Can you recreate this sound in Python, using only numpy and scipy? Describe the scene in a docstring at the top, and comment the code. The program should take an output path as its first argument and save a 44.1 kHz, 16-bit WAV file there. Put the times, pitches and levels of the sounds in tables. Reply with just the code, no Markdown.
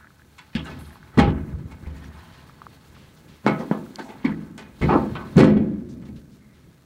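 """Truck hood and latch

A hand works the latch of a sheet-steel truck hood in a gravel yard, then swings the hood open.
Blows feed a crowd of dense modes, as decaying noise, and low modes, as beating tones: the panel booms.
Hard pushes are tones that fall in pitch, soft landings swelling low tones; small parts tick, snap and ping.
Scrapes and rustle are filtered, grainy noise. An outdoor rumble and microphone hiss lie under all of it."""
import sys
import numpy as np
from scipy import signal
from scipy.fft import rfft, irfft, next_fast_len
from scipy.io import wavfile
from scipy.ndimage import map_coordinates

SR = 44100
rng = np.random.default_rng(int(sys.argv[2]) if len(sys.argv) > 2 else 0)


def put_to_file(sound):
    """Save the sound as 16-bit audio at rate SR, in the file named by the first command-line argument."""
    columns = np.atleast_2d(sound).T  # one column per channel
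    safe = np.clip(columns, -1, 1)
    whole_steps = np.round(safe * 32767)
    wavfile.write(sys.argv[1], SR, whole_steps.astype(np.int16))


N = 302123  # length in samples

# blows and short scrapes on the hood: start_s, heave_db (whole hood), boom_db (panel), clang_db (metal contact),
# hardness_db_per_octave (extra treble tilt), contact_s, ring (0-1, scales the decay times)
BLOWS = [(.381, -45, -107, -40.5, 4, 0.005, 0.54), (0.551, -25.5, -24.5, -42, 8, 0.0049, 0.8),
         (0.651, -74, -39, -43, 1, 0.049, 0.92), (0.716, -22, -33.5, -64, -2, 0.0081, 0.68),
         (1.132, -40, -39, -54, 0.5, 0.041, 0.9), (1.174, -16, -11.5, -27.5, -1, 0.0042, 0.63),
         (1.184, -2, -14, -20.5, 1, 0.013, 0.55), (1.272, -34, -21, -51, -13, 0.0086, 0.59),
         (1.535, -13.5, -50, -68, -10.5, 0.02, 0.1), (1.709, -53, -49, -47.5, 2.5, 0.015, 0.42),
         (1.864, -22.5, -38, -51, 1.5, 0.007, 1), (1.964, -37, -40, -52, 6.5, 0.0041, .99),
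         (3.439, -34.5, -21, -44, 0.5, 0.064, 0.56), (3.463, -39.5, -13, -27, -2.5, 0.015, 0.62),
         (3.585, -73.5, -22, -48.5, -6.5, 0.028, 0.6), (3.712, -47, -21, -43.5, -9, 0.0097, 0.74),
         (3.983, -75.5, -28, -39.5, 3.5, 0.015, 0.48), (4.088, -80.5, -35.5, -46.5, 2.5, 0.0076, 0.8),
         (4.243, -30.5, -18, -43.5, 2.4, 0.0077, 1), (4.576, -61.5, -38, -38.5, 5, 0.0063, 0.97),
         (4.8117, -12, -14.5, -34.5, 0.5, 0.017, 1), (4.885, -47, -14, -36.5, -10.5, 0.049, 0.48),
         (4.949, -35.5, -12, -52, -23.5, 0.0043, 0.64), (5.152, -49, -34.5, -38, -4, 0.0034, 0.9),
         (5.357, -26.5, -15, -40, -1.5, 0.011, 0.9), (5.369, -17, -3.5, -21.5, 0.5, 0.03, 1),
         (5.431, -23, -10.5, -35, 4, 0.0079, 1), (5.568, -19.5, -8.5, -41.5, -2.5, 0.0025, 0.45),
         (5.669, -40, -21, -69, 10, 0.0031, 0.45), (6.011, -41, -50, -58.5, -0.5, 0.018, 1),
         (6.078, -58.5, -30.5, -59, 2, 0.012, 0.4)]
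# low panel modes: pitch_hz, level_db (over the blow's colour), t60_s (at ring 1)
PANEL_MODES = [(73.4, 0, 0.86), (111.3, -13, 0.8), (136.3, 7.5, 0.5), (159.1, 8, 0.8), (183.7, -5.5, 1.3),
               (210.2, 3, 0.93), (225.3, -3, 0.81), (260, 0.5, 0.79), (274, -7, 0.49), (307.3, -3, 0.83),
               (353.6, -2, 1.02), (378.7, -1, 0.51), (418, 1, 0.47), (457.3, -5.5, 0.33), (516, -3, 0.61),
               (651, -7.5, 0.27)]
# stiffer upper modes: centre_hz, width_hz (before blur), level_db (before random spread)
RIBS = [(649.4, 1.5, 1.5), (806, 17, -5), (879.4, 6.1, 1.5), (996, 13, -7.5), (1055, 11, -4.5),
        (1153, 13, -7.5), (1288, 6.9, -1), (1516, 24, -1), (1716, 11, 2), (1950, 92, -0.5), (2192, 63, 2.5),
        (2450, 48, -2.5), (2510, 18, -5.5), (2727, 21, -1), (3023, 57, -4.5), (3334, 45, -2.5),
        (3650, 23, -2), (4100, 230, -9), (4476, 66, -5.5), (5320, 130, -10.5)]
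# how fast the dense modes die: freq_hz, t60_s (slow decay at ring 1)
DAMPING = [(50, 0.2), (130, 2.7), (350, 1.11), (920, 0.49), (2400, 0.51), (6400, 0.26), (14000, 0.085)]
# colour of a contact of average hardness: freq_hz, level_db (over the clang)
CLANG = [(1050, 7), (2700, -1.06), (7000, -9)]
# colour between the parts of a blow: freq_hz, boom_share (0-1), offset_db
BETWEEN = [(136.6, 0.64, -3.5), (460.5, 0.61, -1), (690, 0.31, -1)]
# small parts tick: start_s, level_db (before the rise), pitch_hz
TICKS = [(.008, -35, 1350), (.045, -34, 1320), (.071, -32, 1670), (.105, -39, 1370), (.196, -39, 1510),
         (0.219, -37.5, 1640), (.906, -34.5, 1737), (0.929, -36.5, 1730), (0.957, -31, 1040),
         (1.029, -31.5, 1548), (1.494, -44, 1780), (1.531, -38, 1489), (1.847, -46, 1400),
         (1.862, -34.5, 2150), (2.043, -34, 1700), (2.174, -42, 1210), (2.496, -31.5, 1200),
         (2.588, -45, 1250), (2.618, -23, 1170), (2.667, -22.5, 1170), (2.966, -36.5, 1270),
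         (3.864, -33, 1360)]
# a small loose metal part jingles: start_s, level_db (before the rise), pitch_hz
PINGS = [(1.96, -59, 7000), (1.967, -71, 5780), (1.978, -63, 6950), (2.038, -61, 8700), (2.04, -62, 6600),
         (2.048, -53, 5800), (2.08, -62, 6600), (2.15, -60, 8650), (2.238, -61, 8740), (2.385, -52, 2880)]
# bright snaps of bare steel: start_s, level_db (before the filter), centre_hz
SNAPS = [(.5512, -30, 4500), (3.465, -25.5, 5500), (3.9582, -19, 5290), (4.2505, -29, 3800),
         (4.5787, -27.5, 7000), (5.154, -33, 3000), (5.3688, -23, 5930)]
# the panel lands softly on a rubber stop: start_s, peak_db, pitch_hz
THUNKS = [(0.552, -15.5, 216), (1.183, -5, 223), (1.1955, -12, 235), (1.277, -12, 120),
          (4.2481, -11.5, 247), (4.953, -11, 299), (5.365, -2.5, 180), (5.379, -6, 386),
          (5.565, -11.5, 237)]
# hard pushes as the latch seats: start_s, level_db, pitch_hz (near the start), t60_s (of the tone), lowpass_hz
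KNOCKS = [(1.1745, -16, 520, .03, 2500), (3.4648, 0, 850, .022, 7000), (3.7128, -5, 680, .045, 2300),
          (5.4335, -3, 380, .025, 2500)]
# fingers slip: start_s, level_db, centre_hz, length_s (of the fade)
BRUSHES = [(0.642, -54, 7500, 0.03), (0.785, -57, 10500, 0.078), (0.854, -60, 9880, 0.063),
           (.92, -61, 11550, 0.038), (2.034, -55, 2960, 0.047), (2.318, -56, 2780, 0.1),
           (2.941, -57, 2320, 0.21), (3.162, -60.5, 4000, 0.049), (3.278, -56.5, 2500, 0.14),
           (3.587, -53, 5000, 0.039), (4.015, -58.5, 6500, 0.088), (5.887, -59, 5300, 0.049),
           (6.048, -56.5, 2930, 0.029), (6.1574, -57.5, 3090, 0.043), (6.311, -64.5, 4350, 0.08),
           (6.528, -66, 3180, 0.11)]
# latch steel squeaks and scrapes as it slides: start_s, end_s, centre_hz, width_hz, level_db (before the fade)
CREAKS = [(0.553, 0.575, 1650, 280, -34), (.551, .58, 3070, 1300, -31.5), (.565, 0.641, 3100, 890, -40.5),
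          (.655, .69, 3900, 360, -51), (.57, .64, 1250, 1200, -42), (.551, .59, 4800, 690, -44.5),
          (.64, .7, 1450, 1200, -49), (.655, .69, 2800, 110, -44), (.712, .75, 2550, 34, -50.5),
          (1.185, 1.33, 2870, 1700, -37), (1.178, 1.31, 439, 80, -22.5), (3.985, 4.045, 1530, 400, -39.5),
          (3.985, 4.045, 730, 320, -38), (3.985, 4.06, 4300, 1200, -51.5), (4.08, 4.15, 2650, 1300, -55.5),
          (4.882, 5.0, 1330, 280, -29), (4.886, 4.96, 810, 270, -23), (4.89, 4.985, 2460, 1000, -39.5),
          (4.99, 5.11, 760, 620, -41), (5.18, 5.3, 1080, 470, -41.5), (3.47, 3.58, 2230, 570, -40.5),
          (3.47, 3.52, 4200, 2800, -45), (3.466, 3.55, 830, 560, -36.5), (3.58, 3.66, 1250, 1100, -51),
          (3.435, 3.465, 600, 860, -50), (.65, .73, 1490, 530, -41), (4.05, 4.18, 800, 230, -43.5),
          (5.152, 5.185, 3020, 1100, -40), (3.466, 3.62, 1285, 32, -36), (4.244, 4.32, 980, 300, -37),
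          (4.249, 4.31, 3150, 2300, -44), (4.25, 4.36, 250, 93, -29.5), (1.186, 1.22, 1950, 120, -25),
          (4.248, 4.285, 2050, 500, -31), (4.249, 4.285, 4320, 400, -51), (4.27, 4.36, 1620, 1000, -41),
          (4.82, 4.867, 2080, 420, -30.5), (3.962, 3.99, 1300, 1500, -53), (6.404, 6.72, 2020, 600, -67.5),
          (2.15, 2.68, 1050, 130, -59.5), (2.2, 2.45, 3080, 300, -65.5), (1.87, 2.57, 1830, 45, -61.5),
          (0, 0.098, 1470, 620, -52.5), (.53, .556, 1400, 4600, -49.5), (3.714, 3.79, 550, 1800, -46),
          (4.23, 4.25, 2600, 1900, -53.5), (1.128, 1.16, 1440, 270, -49.5)]
# hands and shoes rub: time_s, grit_db, swish_db, hollow_db
RUSTLE = [(0.0, -71, -67, -63.5), (0.44, -67, -67.5, -66), (0.72, -56.5, -65.5, -52.5),
          (1.03, -64, -67, -57.5), (1.26, -74, -67.5, -54.5), (1.72, -69, -67.5, -59.5),
          (2.19, -61, -64.5, -52.5), (2.76, -65, -66.5, -61.5), (3.39, -69.5, -64.5, -61.5),
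          (3.64, -57, -59.5, -50), (3.81, -63, -61, -59.5), (4.23, -64, -67, -52), (4.41, -65.5, -65, -53),
          (4.66, -77, -67.5, -64.5), (4.88, -47.5, -59.5, -53), (5.0, -57, -61, -46.5),
          (5.44, -60, -64, -53.5), (5.67, -72.5, -73, -57.5), (6.12, -74.5, -69, -70.5),
          (6.85, -73, -70, -68)]
# spectra of the rustle's hollow, gritty and swishing registers: freq_hz, level_db (per Hz)
HOLLOW = [(300, -16), (700, 4), (1500, 4.5), (2400, -7), (3200, -10), (5000, -29.5)]
GRIT = [(1500, -20), (2600, -6.5), (4200, -1), (6000, -9.5), (9000, -20.5)]
SWISH = [(3500, -23), (6000, -3.5), (9000, -5.5), (14000, -7.5), (16000, -5)]
# spectra of the yard's rumble (before the hood colours it) and of the microphone hiss: freq_hz, level_db (per Hz)
YARD = [(12, -47), (20, -12.5), (54, -1), (118, 2.5), (179, 0), (215, -2), (325, -4.5), (414, -9.5),
        (560, -11.5), (800, -29.5), (1320, -120)]
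HISS = [(180, -30), (300, 1), (384, -8.5), (675, -8.5), (1590, -3), (2940, -13), (3640, -10.5),
        (14400, -25), (15600, -29.5)]
# loudness of the yard's rumble, before its lumps: time_s, level_db
HUM = [(0, -56), (.4, -58), (2.8, -50.5), (4.6, -55), (5.3, -41), (5.85, -45.5), (6.2, -50.5), (6.5, -56.5),
       (6.85, -55.5)]

HEAVE_HZ, BOOM_HZ, CLANG_HZ = 70, 240, 2700  # heave and boom are centred here; the treble tilt pivots on the clang
WIDTH = 1.2  # each range of the colour is flat within this factor of its centre
CROWD_DB, TONES_DB = 36.5, -13.5  # dense modes and separate low modes, over the level of the blow
ATTACK_S, ATTACK_SHARE = 0.00086, 0.23  # rise time constant of a blow: this plus this share of its contact
MODE_SPREAD_DB = 2.5  # a low mode's strength varies from blow to blow
TWIN, TWIN_APART = .55, .03  # gain and random detune (share of pitch) of the twin that makes a low mode throb
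RIB_SPREAD_DB, RIB_SHIFT = 4, .012  # a rib answers each blow at a new strength and a little off its pitch
# what goes on after a blow: level over the blow, rise time constant, decay
SHAKE_DB, SHAKE_RISE_S, SHAKE_T60_S = -17, 0.072, 1.26  # the truck body
SHAKE_BOOM = 0.17  # the body's drive in dB: this share of the boom, the rest from the heave
SWAY_DB, SWAY_RISE_S, SWAY_T60_S = -20, 0.017, 0.99  # the hood on its hinges, fed by the heave
SWAY_REST_DB = -63  # the sway's steady floor
RATTLE_DB, RATTLE_RISE_S, RATTLE_T60_S = -13.5, 0.019, 0.71  # loose latch parts, fed by the clang
TICK_T60_S, PING_T60_S, THUNK_RISE_S = 0.0098, 0.066, 0.0046
CREAK_SKEW, CREAK_FADE_DB = 0.43, 4  # under 1 a scrape peaks early; it loses this much from start to end
LUMPS_DB, LUMPS_PER_S = 2.2, 12  # uneven swell of the rumble
HISS_DB, TOP_HZ = -67, 15780  # TOP_HZ is the band limit


def amp(db):
    """Gain of a level in dB."""
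    return 10 ** (np.asarray(db) / 20)


def unit(x):
    """Scaled to rms 1."""
    return x / np.sqrt(np.mean(x ** 2) + 1e-20)


def along(points, hz):
    """Read a curve of (Hz, value) points on a log frequency axis."""
    f, v = np.transpose(points)
    return np.interp(np.log(hz + 1), np.log(f + 1), v)


def curves(rows):
    """One value per sample for each column after the time."""
    s, *cols = np.transpose(rows)
    return [np.interp(np.arange(N) / SR, s, c) for c in cols]


def wobble(rate):
    """A smooth random curve, rate knots a second."""
    knots = rng.standard_normal(int(N * rate / SR) + 4)
    return map_coordinates(knots, [np.arange(N) * rate / SR])


def chatter(count, rate, spread_db):
    """Random gain of loose parts bouncing, straight lines between rate knots a second."""
    knots = rng.standard_normal(count * rate // SR + 2)
    gain_db = spread_db * np.interp(np.arange(count) * rate / SR, np.arange(len(knots)), knots)
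    return unit(amp(gain_db))


def filtered(x, response):
    """x shaped by a response of frequency, with padding for the tail."""
    m = next_fast_len(len(x) + 8192)
    return irfft(rfft(x, m) * response(np.fft.rfftfreq(m, 1 / SR)), m)[:len(x)]


def hump(f, hz, width_hz):
    """Shape of one resonance, 1 at its centre."""
    return 1 / (1 + (2 * (f - hz) / width_hz) ** 2)


def ribs(f, spread_db, blur_hz):
    """The upper modes over a floor, at a new strength and pitch as the grip shifts; a hand on the steel widens them."""
    response = 0.39
    for (hz, width_hz, db), (a, b) in zip(RIBS, rng.standard_normal((len(RIBS), 2))):
        response = response + amp(db + spread_db * a) * hump(f, hz * (1 + RIB_SHIFT * b), width_hz + blur_hz)
    return response


def noise(spectrum, grain_db, steel=False):
    """Coloured noise of rms 1, broken into grains by fast random gain; it may sound through the steel."""
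    grains = amp(grain_db * wobble(330)) * rng.standard_normal(N)

    def colour(f):
        body = ribs(f, spread_db=0.5, blur_hz=60) if steel else 1
        return amp(along(spectrum, f)) * body
    return unit(filtered(grains, colour))


def add(track, s, sound):
    """Mix a sound into the track at s seconds."""
    part = track[round(s * SR):][:len(sound)]
    part += sound[:len(part)]


def aftermath(levels_db, rise_s, t60_s):
    """Gain that swells after every blow, scaled by its level, and dies away; overlaps add as power."""
    power, t = np.zeros(N), np.arange(N) / SR
    shape = ((1 - np.exp(-t / rise_s)) * amp(-60 * t / t60_s)) ** 2
    for s, db in zip(np.transpose(BLOWS)[0], levels_db):
        add(power, s, amp(2 * db) * shape)
    return np.sqrt(power)


def yard():
    """Low rumble of the yard and the shaking truck body, in lumps and partly through the hood, over steady hiss."""
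    def hood_modes(f):
        return 2.1 + sum(amp(db) * hump(f, hz, width_hz=11.0) for hz, db, _ in PANEL_MODES)
    rumble = unit(filtered(noise(YARD, grain_db=1.0), hood_modes))
    # the heavy body shakes lower than the yard hums
    dark = unit(filtered(rumble, lambda f: hump(f, hz=138, width_hz=640)))
    heave_db, boom_db = np.transpose(BLOWS)[1:3]
    drive_db = SHAKE_BOOM * boom_db + (1 - SHAKE_BOOM) * heave_db
    shake = aftermath(drive_db + SHAKE_DB, SHAKE_RISE_S, SHAKE_T60_S)
    lumps = amp(LUMPS_DB * wobble(LUMPS_PER_S))
    hiss = amp(HISS_DB) * noise(HISS, grain_db=3.5)
    return lumps * (amp(curves(HUM)[0]) * rumble + shake * dark) + hiss


def sway():
    """The hood's lowest mode, shaken at random after every heave, hums and throbs over a faint steady floor."""
    hum = unit(filtered(rng.standard_normal(N), lambda f: hump(f, hz=75.5, width_hz=14.0)))
    swell = aftermath(np.transpose(BLOWS)[1] + SWAY_DB, SWAY_RISE_S, SWAY_T60_S)
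    return (amp(SWAY_REST_DB) + swell) * hum


def rustle():
    """Skin on steel and soles on gravel: gritty noise in three registers that flutter together; loose parts rattle on."""
    grit_db, swish_db, hollow_db = curves(RUSTLE)
    rattle = aftermath(np.transpose(BLOWS)[3] + RATTLE_DB, RATTLE_RISE_S, RATTLE_T60_S)
    flutter = amp(1.14 * wobble(24.97))
    hollow = np.hypot(amp(hollow_db), rattle) * noise(HOLLOW, grain_db=2.0, steel=True)
    grit = amp(grit_db + 1.2 * wobble(70)) * noise(GRIT, grain_db=1.5, steel=True)
    swish = amp(swish_db + 1.2 * wobble(60)) * noise(SWISH, grain_db=0.5)
    return flutter * (hollow + grit + swish)


def creaks():
    """Thin squeaks of steel on steel: narrow noise through the upper modes, in chattering grains."""
    out = np.zeros(N)
    for start, end, hz, width_hz, db in CREAKS:
        raw = rng.standard_normal(round((end - start) * SR))
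        thin = unit(filtered(raw, lambda f: hump(f, hz, width_hz) * ribs(f, spread_db=3.0, blur_hz=25)))
        done = np.linspace(0, 1, len(thin))  # share of the slide
        grains = chatter(count=len(thin), rate=250, spread_db=3)
        arc = np.sin(np.pi * done ** CREAK_SKEW) ** 0.26 * np.sqrt(1 - done ** 3)
        add(out, start, amp(db - CREAK_FADE_DB * done) * thin * grains * arc)
    return out


def struck_parts(table, t60_s):
    """Small struck parts: each a decaying sine with a very quick rise."""
    out, t = np.zeros(N), np.arange(SR // 10) / SR
    for s, db, hz in table:
        envelope = amp(db - 60 * t / t60_s) * (1 - np.exp(-t / 0.00038))
        add(out, s, envelope * np.sin(2 * np.pi * hz * t))
    return out


def ticks():
    """Well-damped small parts give only a few cycles each."""
    return struck_parts(TICKS, TICK_T60_S)


def colour_of(heave_db, boom_db, clang_db, hardness):
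    """Spectrum of one blow, (Hz, dB): heave, boom and a contact whose treble tilts up with hardness."""
    top = [(hz, clang_db + db + hardness * np.log2(hz / CLANG_HZ)) for hz, db in CLANG]
    between = []
    for hz, share, db in BETWEEN:
        neighbour_db = heave_db if hz < BOOM_HZ else top[0][1]
        between.append((hz, share * boom_db + (1 - share) * neighbour_db + db))
    centres = sorted([(HEAVE_HZ, heave_db), (BOOM_HZ, boom_db), *between, *top])
    plateaus = [(hz * side, db) for hz, db in centres for side in (1 / WIDTH, WIDTH)]
    return [(25, heave_db - 21.5), *plateaus, (16000, top[-1][1] - 19.5)]


def dense_modes(colour, contact, ring, count):
    """The crowd of dense modes, heard as noise with a fast and a slow decay for each frequency."""
    rattle = chatter(count, rate=400, spread_db=2.5) * rng.standard_normal(count)
    hz, frames, z = signal.stft(rattle, SR, nperseg=256)
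    after = np.maximum(frames - contact, 0) / (ring * along(DAMPING, hz)[:, None])
    decay = amp(-60 * after) + 1.206 * amp(-60 * after * 2.0)
    crowd = signal.istft(z * decay, SR, nperseg=256)[1][:count]

    def steel(f):
        upper_modes = ribs(f, spread_db=RIB_SPREAD_DB, blur_hz=4.2)
        return amp(along(colour, f) + CROWD_DB) * upper_modes / np.sqrt(f + 250)
    return filtered(crowd, steel)


def low_modes(colour, contact, ring, t):
    """The lowest modes stand apart as tones, each beating with a weaker twin."""
    after = np.maximum(t - contact, 0) / ring
    tones = np.zeros(len(t))
    for (hz, db, t60), (a, b, c) in zip(PANEL_MODES, rng.standard_normal((len(PANEL_MODES), 3))):
        level_db = along(colour, hz) + db + TONES_DB + MODE_SPREAD_DB * a
        tone = np.sin(2 * np.pi * hz * (1 + 0.0082 * b) * t)
        twin = TWIN * np.sin(2 * np.pi * hz * (1 + TWIN_APART * c) * t + 9 * b)
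        tones += amp(level_db - 60 * after / t60) * (tone + twin)
    return tones


def hood():
    """A contact feeds the panel while it lasts; then each frequency dies at its own speed."""
    out, t = np.zeros(N), np.arange(int(1.5 * SR)) / SR
    for s, *parts, contact, ring in BLOWS:
        colour = colour_of(*parts)
        sound = dense_modes(colour, contact, ring, len(t)) + low_modes(colour, contact, ring, t)
        add(out, s, sound * (1 - np.exp(-t / (ATTACK_S + ATTACK_SHARE * contact))))
    return out


def snaps():
    """Bare steel snaps: broad clicks of filtered noise that die within milliseconds."""
    out, t = np.zeros(N), np.arange(SR // 10) / SR
    for s, db, hz in SNAPS:
        click = filtered(rng.standard_normal(len(t)), lambda f: hump(f, hz, width_hz=3000))
        add(out, s, amp(db - 60 * t / 0.007) * click)
    return out


def thunks():
    """A soft contact gives a few cycles of one low mode that swell and fade."""
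    out, t = np.zeros(N), np.arange(SR // 10) / SR
    swell = t / THUNK_RISE_S * np.exp(1 - t / THUNK_RISE_S)
    for s, db, hz in THUNKS:
        add(out, s, amp(db) * swell * np.sin(2 * np.pi * hz * t))
    return out


def brushes():
    """Slipping fingers: short puffs of friction noise, quick to rise and slower to fade."""
    out, t = np.zeros(N), np.arange(SR // 3) / SR
    for s, db, hz, length in BRUSHES:
        puff = unit(filtered(rng.standard_normal(len(t)), lambda f: hump(f, hz, width_hz=4600)))
        add(out, s, amp(db) * puff * np.minimum(t / 0.0071, 1) * np.exp(-(t / length) ** 2))
    return out


def knocks():
    """Bending waves in a plate spread out: the high part of a push arrives first, so its pitch falls."""
    out, t = np.zeros(N), np.arange(SR // 10) / SR
    for s, db, hz, t60, lowpass_hz in KNOCKS:
        # the pitch drops within a millisecond or so to 0.26 of the listed one
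        cycles = hz * (0.26 * t + 0.5 * 0.00093 * (1 - np.exp(-t / 0.00064)))
        tone = amp(db - 60 * t / t60) * np.sin(2 * np.pi * cycles)
        crack = filtered(rng.standard_normal(len(t)), lambda f: hump(f, hz=1180, width_hz=1100) ** 3)
        crack *= amp(db + 6.5 - 60 * t / 0.01) * np.minimum(t / 0.00062, 1)
        lowpass = signal.butter(4, lowpass_hz, fs=SR, output="sos")
        add(out, s, signal.sosfilt(lowpass, tone + crack))
    return filtered(out, lambda f: f ** 4 / (f ** 4 + 120 ** 4))  # a panel radiates little below its first modes


def pings():
    """A small loose metal part is less damped than the ticking ones, so it rings longer."""
    return struck_parts(PINGS, PING_T60_S)


def scene():
    """All sources at one microphone."""
    background = yard() + sway()
    friction = rustle() + creaks() + brushes()
    small_parts = ticks() + snaps() + pings()
    panel = hood() + thunks() + knocks()
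    return (background + friction + small_parts + panel)[None]


def record(dry):
    """The input saturates softly at full scale and nothing passes above the band limit."""
    clipped = dry[0] / (1 + np.abs(dry[0]) ** 8) ** (1 / 8)
    return filtered(clipped, lambda hz: hz < TOP_HZ)[None]


dry = scene()
out = record(dry)
put_to_file(out)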